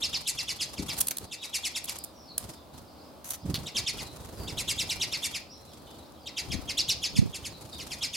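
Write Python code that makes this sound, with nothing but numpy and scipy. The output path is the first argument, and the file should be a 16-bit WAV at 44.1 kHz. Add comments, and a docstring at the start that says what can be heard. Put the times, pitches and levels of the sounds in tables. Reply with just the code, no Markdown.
"""Finches squabbling over seed

Small finches feed on a hand beside a house wall. One scolds in quick falling notes, harsh because
the two sides of its syrinx beat against each other. Wings whirr, feathers flick and scrape, and now
and then a wing fans the microphone. Husks tick; the far flock twitters over a soft outdoor rush."""
import sys
import numpy as np
from scipy import signal
from scipy.fft import rfft, irfft
from scipy.io import wavfile

SR = 44100
rng = np.random.default_rng(int(sys.argv[2]) if len(sys.argv) > 2 else 0)


def log_audio(samples):
    """Write samples as a 16-bit WAV file to the path given in sys.argv[1]."""
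    # one column per channel
    frames = np.atleast_2d(samples).T
    # limit to full scale, then quantise
    limited = np.clip(frames, -1, 1)
    pcm = np.round(limited * 32767).astype(np.int16)
    wavfile.write(sys.argv[1], SR, pcm)


N = 359856
TIME = np.arange(N) / SR

# Scolding notes, in bouts of about nine a second: peak_s, effort_db, gape_treble_db, peak_hz
SCOLD_NOTES = [(0.03, 3.5, -3, 3995), (0.138, 4, -11, 3500), (0.272, 0, 13.5, 3730), (0.384, 0.5, -2, 3425),
               (0.486, -1, 3, 3490), (0.605, 1.5, 5, 3464), (0.777, -8.5, 3, 3090),
               (0.892, -3.5, -12, 3555), (1.322, -8.5, 7.5, 3720), (1.432, -9, 7, 3520),
               (1.539, -0.5, 10.5, 3475), (1.646, -0.5, 8.5, 3760), (1.756, -3.5, 10, 3700),
               (1.883, -8, 9, 3480), (3.671, -10.5, -1, 4090), (3.763, 4, 1.5, 3730), (3.872, 2, 2, 3866),
               (3.988, -9, 3, 3420), (4.483, -11, 2.5, 3950), (4.583, -4, 11, 4015),
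               (4.689, 1.5, 8.5, 4055), (4.794, 0.5, 5, 4120), (4.902, 0.5, 2.5, 3970),
               (5.015, 2, 1.5, 3980), (5.128, 1, -3.5, 3600), (5.237, -1, 10.5, 3834),
               (5.343, -3.5, 5, 3440), (6.272, -11, -5, 3930), (6.375, -0.5, 2, 3615),
               (6.514, -2.5, 1.5, 3284), (6.69, -1, 0.5, 3485), (6.783, 7, -5, 3884), (6.894, 7, -2, 3960),
               (7.035, 3.5, -2.5, 3525), (7.16, -2.5, 5.5, 3410), (7.341, -9, 10, 3430),
               (7.449, -7, 8.5, 3356), (7.796, -10, 1, 3270), (7.914, -6, 3, 3305), (8.026, 1.5, 1, 3760),
               (8.139, -4, 6, 3520)]
# Fall of an ordinary note: time_from_peak_in_fall_lengths, pitch_hz
NOTE_SLIDE = [(.16, 2714), (.42, 2373), (0.722, 2043), (1.1, 1745)]
# Strength of the fundamental, changing slowly and fullest near 5 s: time_s, relative_db
FUNDAMENTAL_LEVEL = [(0, -41.5), (1.6, -36.5), (5.2, -35), (8, -38.5)]
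# Wingbeats as birds land, spar and leave: start_s, length_s, whirr_relative_db, swish_relative_db
WING_FLURRIES = [(0, 0.21, -43, -42.5), (0.306, 0.6, -48, -45), (0.882, 0.12, -43.5, -36.5),
                 (1.201, 0.031, -39.5, -44.5), (1.413, 0.36, -81, -46.5), (1.87, 0.098, -55, -39.5),
                 (2.397, 0.11, -43, -42.5), (2.728, 0.068, -44.5, -51), (3.451, 0.22, -39.5, -45),
                 (3.742, 0.088, -38.5, -46.5), (3.926, 0.13, -37.5, -42), (4.123, 0.26, -41, -47.5),
                 (4.385, 0.23, -35, -50.5), (4.638, 0.46, -40.5, -44), (5.03, 0.35, -48, -45),
                 (5.568, 0.45, -51, -55.5), (6.406, 0.32, -43, -52), (6.737, 0.79, -43.5, -54.5),
                 (7.568, 0.52, -46, -47)]
# Wings passing the microphone (pan 0 is left; a negative pan puts the channels in antiphase):
# closest_s, beats_before, period_s, level_db, loss_per_beat_db, eddy_hz, pan_rad
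WING_PASSES = [(0.802, 0, 0.029, -25.5, 5.6, 153, 0.5), (3.5, 1, 0.042, -22.5, 4.7, 115, 1),
               (6.547, 1, .046, -24.5, 6, 83, 0.09), (7.19, 0, .036, -9, 8, 114, -1.075)]
# Feathers snapping past each other: peak_s, level_db, half_width_s, low_over_high_db
FEATHER_FLICKS = [(0.97, -38, 0.0032, -1), (0.988, -28.5, 0.0066, -14), (1.009, -19.5, 0.0041, -15),
                  (1.015, -18.5, 0.0025, -16), (1.031, -40, 0.0011, -1), (1.072, -25, 0.002, -14),
                  (1.085, -21, 0.0023, -11.5), (1.1715, -28, 0.002, -14), (1.185, -26.5, 0.0015, -10),
                  (1.845, -33, 0.004, -17), (1.857, -35, 0.003, -22), (1.896, -28.5, 0.0024, -4.5),
                  (1.988, -32.5, 0.0021, -25), (2.041, -32, 0.0021, -34), (2.047, -31, .0018, -24),
                  (2.381, -16, 0.0012, -11.5), (3.277, -46, 0.0014, -14), (3.307, -25.5, 0.0023, -20)]
# Feathers and claws dragging: start_s, length_s, level_db, low_over_high_db
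DRAGS = [(1.1077, 0.0033, -26, -10), (3.243, 0.062, -43, -19), (3.307, 0.016, -35.5, -16),
         (3.334, 0.015, -35, -11), (3.542, 0.024, -30.5, 7)]
# Distant calls: start_s, length_s, start_hz, end_hz, relative_db
FAR_CALLS = [(1.375, .095, 3640, 3910, -53), (1.98, 0.04, 5050, 4700, -54.5),
             (2.13, 0.15, 5960, 5320, -63.5), (2.27, 0.06, 4760, 4080, -55),
             (4.045, 0.055, 4300, 3910, -53.5), (4.36, 0.13, 4840, 4600, -57),
             (5.49, 0.056, 4690, 5820, -54), (5.868, 0.012, 3950, 3070, -54),
             (7.51, 0.074, 4260, 3850, -56), (7.725, 0.014, 5050, 3570, -43.5)]

# Noise spectra: frequency_hz, relative_density_db
WHIRR_SPECTRUM = [(20, -22), (65, 3), (120, 1.5), (250, -4.5), (450, -9), (1000, -16.5), (2000, -27.5),
                  (5000, -34)]  # air pushed by wings
SWISH_SPECTRUM = [(200, -18), (900, 11), (1700, -1), (4000, 4), (10000, 3), (13000, 0), (16000, -24)]  # brushing feathers, also husks
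FEATHER_LOW_SPECTRUM = [(400, 3.5), (1500, -4.5), (4500, 15), (7000, -12), (16000, -37)]  # body of a flick or scrape
FEATHER_HIGH_SPECTRUM = [(2500, -14), (6000, -1.5), (10000, 8.5), (13500, 3), (16000, -2.5)]  # hiss of a flick
SCRAPE_SPECTRUM = [(1000, -3.5), (5400, -5), (6100, 8), (6900, -0.5), (12000, 4), (16000, -4.5)]  # ring of a scrape
YARD_SPECTRUM = [(1500, 3.5), (4800, -2), (7000, -5), (13000, -3.5)]  # scattered echoes
RUSH_SPECTRUM = [(25, -33), (75, 3.5), (105, -5), (300, -1), (410, -8), (560, -3.5), (1200, -11.5),
                 (1850, -25), (4400, -21), (6500, -28.5), (16000, -28.5)]  # outdoor background
# Likeness of left and right in the diffuse field: frequency_hz, correlation
DIFFUSE_CORRELATION = [(60, 0.68), (300, 0.73), (1300, 0.35), (4000, 0.44), (10000, 0.026)]
# Reverberation time of the yard: frequency_hz, t60_s
YARD_T60 = [(2000, 0.34), (5000, 0.4), (12000, 0.21)]

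LEAD_HZ, PEAK_HZ = 3270, 3755  # start of every note; peak of an ordinary note


def syrinx_note(lead_db, first_db, octave_db, upper_db, fall_s, peak_hz):
    """Coupled oscillators: after a rising hook, the syrinx's two sides fall, beat and form sidebands."""
    size, jitter, rasp, breath_db, coupling = 4096, .008, .18, -14, .66
    u = (np.arange(size) - size // 2) / SR / (fall_s * rng.uniform(.94, 1.1))  # time in fall lengths
    hook = [(rng.uniform(-.28, -.12), LEAD_HZ), (.02, peak_hz)]
    course = hook + [(at, hz * np.sqrt(peak_hz / PEAK_HZ)) for at, hz in NOTE_SLIDE]
    waver = 1 + .04 * wander(size, 330) * (u < .1) + jitter * wander(size, 480)
    hz = np.interp(u, *np.transpose(course)) * waver
    start = -rng.uniform(.26, .44)
    lead = amp(lead_db) * np.interp(u, [start - .06, start, -.2, 0, .24], [0, .2, .33, 1, 0])
    slide = np.interp(u, [.02, .18, .68, 1.18], [0, 1, .95, 0])
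    gap_hz = 260 + 416 * np.clip(u, 0, 1)  # the two sides draw apart as they fall
    gap_hz = gap_hz * rng.uniform(.85, 1.15) * (1 + .13 * wander(size, 300))
    carrier, beat = (np.exp(2j * np.pi * np.cumsum(f) / SR) for f in (hz, gap_hz))
    # Throat resonance near 5 kHz, and a bright shelf when the beak gapes: frequency_hz, gain_db
    throat = [(1600, first_db - 18), (2300, first_db + 1.5), (3600, octave_db - .5),
              (5500, octave_db + 3.5), (7400, upper_db - 5), (11500, upper_db - 9.5),
              (14500, upper_db - 35)]
    sound, lead_tilt_db = np.zeros(size), rng.uniform(-13, -7)
    for k in range(1, 7):
        breath = amp(breath_db) * np.sqrt(k) * (wander(size, 900) + 1j * wander(size, 900))
        side = coupling * beat * np.exp(2j * np.pi * rng.random())
        sidebands = (1 + side) ** k + side ** (k + 1) * coupling
        sidebands /= np.sqrt(np.mean(abs(sidebands) ** 2))
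        voice = (1 + rasp * wander(size, 520)) * sidebands + breath
        lead_partial = unit((carrier ** k * (1 + side / 2 + breath * k)).imag)
        sound += lead * amp(lead_tilt_db * (k - 1) ** .97) * lead_partial
        throat_gain = amp(at_hz(throat, k * (hz + gap_hz / np.pi)) - 3.5)
        sound += slide * throat_gain * unit((carrier ** k * voice).imag)
    return sound


def chatter():
    """Source and filter: vocal effort sets the balance of partials, and a gaping beak adds treble."""
    out = np.zeros((2, N))
    for peak_s, effort_db, gape_db, peak_hz in SCOLD_NOTES:
        lead_db = -31 + .56 * effort_db + 27 * np.log2(peak_hz / PEAK_HZ)  # a high hook is loud
        # Soft notes lack the fundamental; hard ones favour the octave.
        first_db = np.interp(peak_s, *np.transpose(FUNDAMENTAL_LEVEL)) - (effort_db / 3.5) ** 2
        note = syrinx_note(lead_db, first_db, octave_db=effort_db - 31.5,
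                           upper_db=effort_db + gape_db - 36,
                           fall_s=.035 * (1 + .00884 * effort_db), peak_hz=peak_hz)
        note = early_echoes(note, echo_db=-6, first_s=.0006, last_s=.013)
        add(out, peak_s - 2048 / SR, note)  # the hook peaks about 2048 samples in
    return out


def flurry(start_s, length_s, release_s, attack_s=.015):
    """Exponential decay: wings open quickly, keep beating, then wind down."""
    attack = np.clip((TIME - start_s) / attack_s, 0, 1)
    return attack * np.exp(-np.clip((TIME - start_s - length_s) / release_s, 0, 20))


def wings(beat_hz=23, crackle_db=2.5):
    """Amplitude modulation: each wingbeat pushes air and swishes the feathers in a sharp stroke."""
    air = np.max([amp(db) * flurry(s, length, .051) for s, length, db, _ in WING_FLURRIES], axis=0)
    feathers = np.max([amp(db) * flurry(s, length, .03) for s, length, _, db in WING_FLURRIES], axis=0)
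    beats = np.cumsum(beat_hz * (1 + .12 * wander(N, 18))) / SR
    # Each flurry opens on a downstroke.
    beats -= np.max([beats[round(s * SR)] * (TIME >= s) for s, *_ in WING_FLURRIES], axis=0)
    push = unit(np.exp(.3 * np.sin(2 * np.pi * beats) + .19 * wander(N, 39)))
    stroke = np.interp(beats % 1, [0, .06, .25, .5, 1], [0, 1, .8, 0, 0])
    vigour_db = 2.5 * wander(N, 22)
    brush = unit((.5 + stroke) * amp(crackle_db * wander(N, 660) + vigour_db))
    whirr = noise(WHIRR_SPECTRUM, .78) * push * air * amp(-5)
    swish = noise(SWISH_SPECTRUM, .081) * brush * feathers * amp(-3.5)
    return whirr * amp([[-1], [1]]) + swish  # the whirr leans right


def draughts(eddy_half_width_s=.0083, beats_after=3):
    """Vortex shedding: a passing wing throws an eddy at the microphone each beat, weaker from afar."""
    out, size = np.zeros((2, N)), 8192
    t, f = (np.arange(size) - size // 2) / SR, np.fft.rfftfreq(size, 1 / SR)
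    swell = 1 / (1 + (t / eddy_half_width_s) ** 2)
    skirt = amp(-12) * f / (f + 30) / (1 + (f / 330) ** 4)
    for closest_s, beats_before, period_s, db, loss_db, eddy_hz, pan_rad in WING_PASSES:
        band = np.exp(-(np.log((f + 1) / eddy_hz) / .83) ** 2) + skirt
        pan = [np.cos(pan_rad), np.sin(pan_rad)]
        for k in range(-beats_before, beats_after + 1):
            gust = rng.standard_normal(size) * swell
            eddy = unit(irfft(rfft(gust) * band)) * np.sqrt(np.mean(swell ** 2))
            add(out, closest_s + k * period_s - t[-1], amp(db - loss_db * abs(k)) * np.outer(pan, eddy))
    return out


def flicks(tail_db=-20, tail_s=.009):
    """Sliding friction: feather vanes sweep past each other in a few milliseconds of crackle."""
    out, size = np.zeros((2, N)), 4096
    t = (np.arange(size) - size // 2) / SR
    tail = amp(tail_db) * (t > 0) * np.exp(-abs(t) / tail_s)
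    for peak_s, db, half_width_s, low_db in FEATHER_FLICKS:
        hiss = noise(FEATHER_HIGH_SPECTRUM, .059, size)
        body = amp(low_db) * noise(FEATHER_LOW_SPECTRUM, 1, size)
        stroke = np.exp(-(abs(t) / half_width_s) ** 1.67) + tail
        crackle = amp(1.5 * wander(size, 970))
        add(out, peak_s - t[-1], amp(db) * unit(hiss + body) * stroke * crackle)
    return out * amp([[-1], [1]])


def scrapes(attack_s=.001, release_s=.0066):
    """Stick-slip friction: stiff feathers and claws catch, drag with a gritty rasp and let go."""
    out, size = np.zeros((2, N)), 8192
    t = TIME[:size]
    for start_s, length_s, db, low_db in DRAGS:
        ring = noise(SCRAPE_SPECTRUM, .15, size)
        body = amp(low_db) * noise(FEATHER_LOW_SPECTRUM, 1, size)
        grit = unit(amp(3.5 * wander(size, 1800) + 2 * wander(size, 130)))
        drag = np.minimum(t / attack_s, 1) * np.exp(-np.maximum(t - length_s, 0) / release_s)
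        add(out, start_s, amp(db) * unit(ring + body) * grit * drag)
    return out


def seeds(ticks_per_s=9, decay_s=.00078):
    """Impact excitation: beaks and claws strike husks at random, each giving a damped tick."""
    strikes = rng.random(N) < ticks_per_s / SR
    force = amp(-56 + 5 * np.minimum(rng.exponential(1, N), 2))
    husk = noise(SWISH_SPECTRUM, .16, 512) * np.exp(-TIME[:512] / decay_s)
    return signal.oaconvolve((strikes * force)[None], husk, axes=1)[:, :N]


def flock(waver=.031, faint_calls=170):
    """Frequency modulation: far birds whistle thin, wavering glides over the twitter of many more."""
    out, size = np.zeros((2, N)), 8000
    crowd = rng.uniform([0, .02, 3100, 3100, -68], [N / SR, .07, 5700, 5700, -68], (faint_calls, 5))
    for start_s, length_s, start_hz, end_hz, db in [*FAR_CALLS, *crowd]:
        progress = np.clip(TIME[:size] / length_s, 0, 1)
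        glide_hz = start_hz + (end_hz - start_hz) * np.sin(np.pi / 2 * progress)
        hz = glide_hz * (1 + waver * wander(size, 320))
        envelope = amp(db + 10) * np.sqrt(abs(np.sin(np.pi * progress)))
        whistle = envelope * np.sin(2 * np.pi * np.cumsum(hz) / SR)
        add(out, start_s, early_echoes(whistle, echo_db=-2.5, first_s=.001, last_s=.03))
    return out


def early_echoes(x, echo_db, first_s, last_s, count=10):
    """Reflection: hand and wall return delayed copies, reaching left and right a sample or so apart."""
    taps = np.zeros((2, 1024))
    delays = (SR * rng.uniform(first_s, last_s, count)).astype(int)
    heights = amp(echo_db) * rng.choice([-1, 1], count) / np.sqrt(count)
    for ear in taps:
        ear[(delays + rng.integers(-1, 2, count)) % len(ear)] = heights  # delays wrap at 23 ms
    taps[:, 0] = 1
    return signal.fftconvolve(x[None], taps, axes=1)


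def yard(x, predelay_s=.008):
    """Reverberation: walls and trees scatter the sound, and the high treble dies first."""
    size = 20000
    scatter = noise(YARD_SPECTRUM, DIFFUSE_CORRELATION, size) * (TIME[:size] > predelay_s)
    hz, t, bands = signal.stft(scatter, SR, nperseg=256)
    decay = amp(-60 * t / at_hz(YARD_T60, hz)[:, None])
    tail = signal.istft(bands * decay, SR, nperseg=256)[1]
    return signal.fftconvolve(x, tail / np.linalg.norm(tail[0]), axes=1)[:, :N]


def outdoors():
    """Diffuse ambient noise: a soft, steady rush that swells a little."""
    swell = amp(1.4 * wander(N, 1.5))
    return amp(-51) * noise(RUSH_SPECTRUM, DIFFUSE_CORRELATION) * swell


def noise(spectrum, correlation, size=N):
    """Spectral shaping: stereo noise whose left-right correlation is a number or a table."""
    hz = np.fft.rfftfreq(size, 1 / SR)
    left, independent = rfft(rng.standard_normal((2, size)))
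    shared = correlation if np.isscalar(correlation) else at_hz(correlation, hz)
    right = shared * left + np.sqrt(1 - shared ** 2) * independent
    return unit(irfft(np.array([left, right]) * amp(at_hz(spectrum, hz)), size))


def wander(size, hz):
    """Low-pass noise: a smooth fluctuation of rms 1 and bandwidth about hz."""
    f = np.fft.rfftfreq(size, 1 / SR)
    return unit(irfft(rfft(rng.standard_normal(size)) * np.exp(-(f / hz) ** 2) * (f > 0), size))


def amp(db):
    """Decibels as an amplitude ratio."""
    return 10 ** (np.asarray(db) / 20)


def unit(x):
    """Normalisation to rms 1."""
    return x / np.sqrt(np.mean(x ** 2) + 1e-20)


def at_hz(table, hz):
    """Interpolation on a log-frequency axis."""
    f, value = np.transpose(table)
    return np.interp(np.log(hz + 1), np.log(f + 1), value)


def add(mix, start_s, sound):
    """Superposition: a stereo sound joins the mix at start_s."""
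    start = round(start_s * SR)
    part = mix[:, max(start, 0):max(start + sound.shape[1], 0)]
    part += sound[:, max(-start, 0):][:, :part.shape[1]]


def scene():
    """Direct-to-reverberant ratio: near birds are fairly dry, the far flock is rich in echo."""
    voice, feathers, far = chatter(), flicks() + scrapes(), flock() / 2
    echo = yard(amp(-10) * voice + amp(-14) * feathers + far)
    return voice + feathers + far + echo + wings() + draughts() + seeds() + outdoors()


def record(dry):
    """Band limiting: a steep low-pass filter at 16.2 kHz."""
    lowpass = signal.firwin(401, 16200, window=("kaiser", 9), fs=SR)
    return signal.oaconvolve(dry, lowpass[None], "same", axes=1)


dry = scene()
out = record(dry)
log_audio(out)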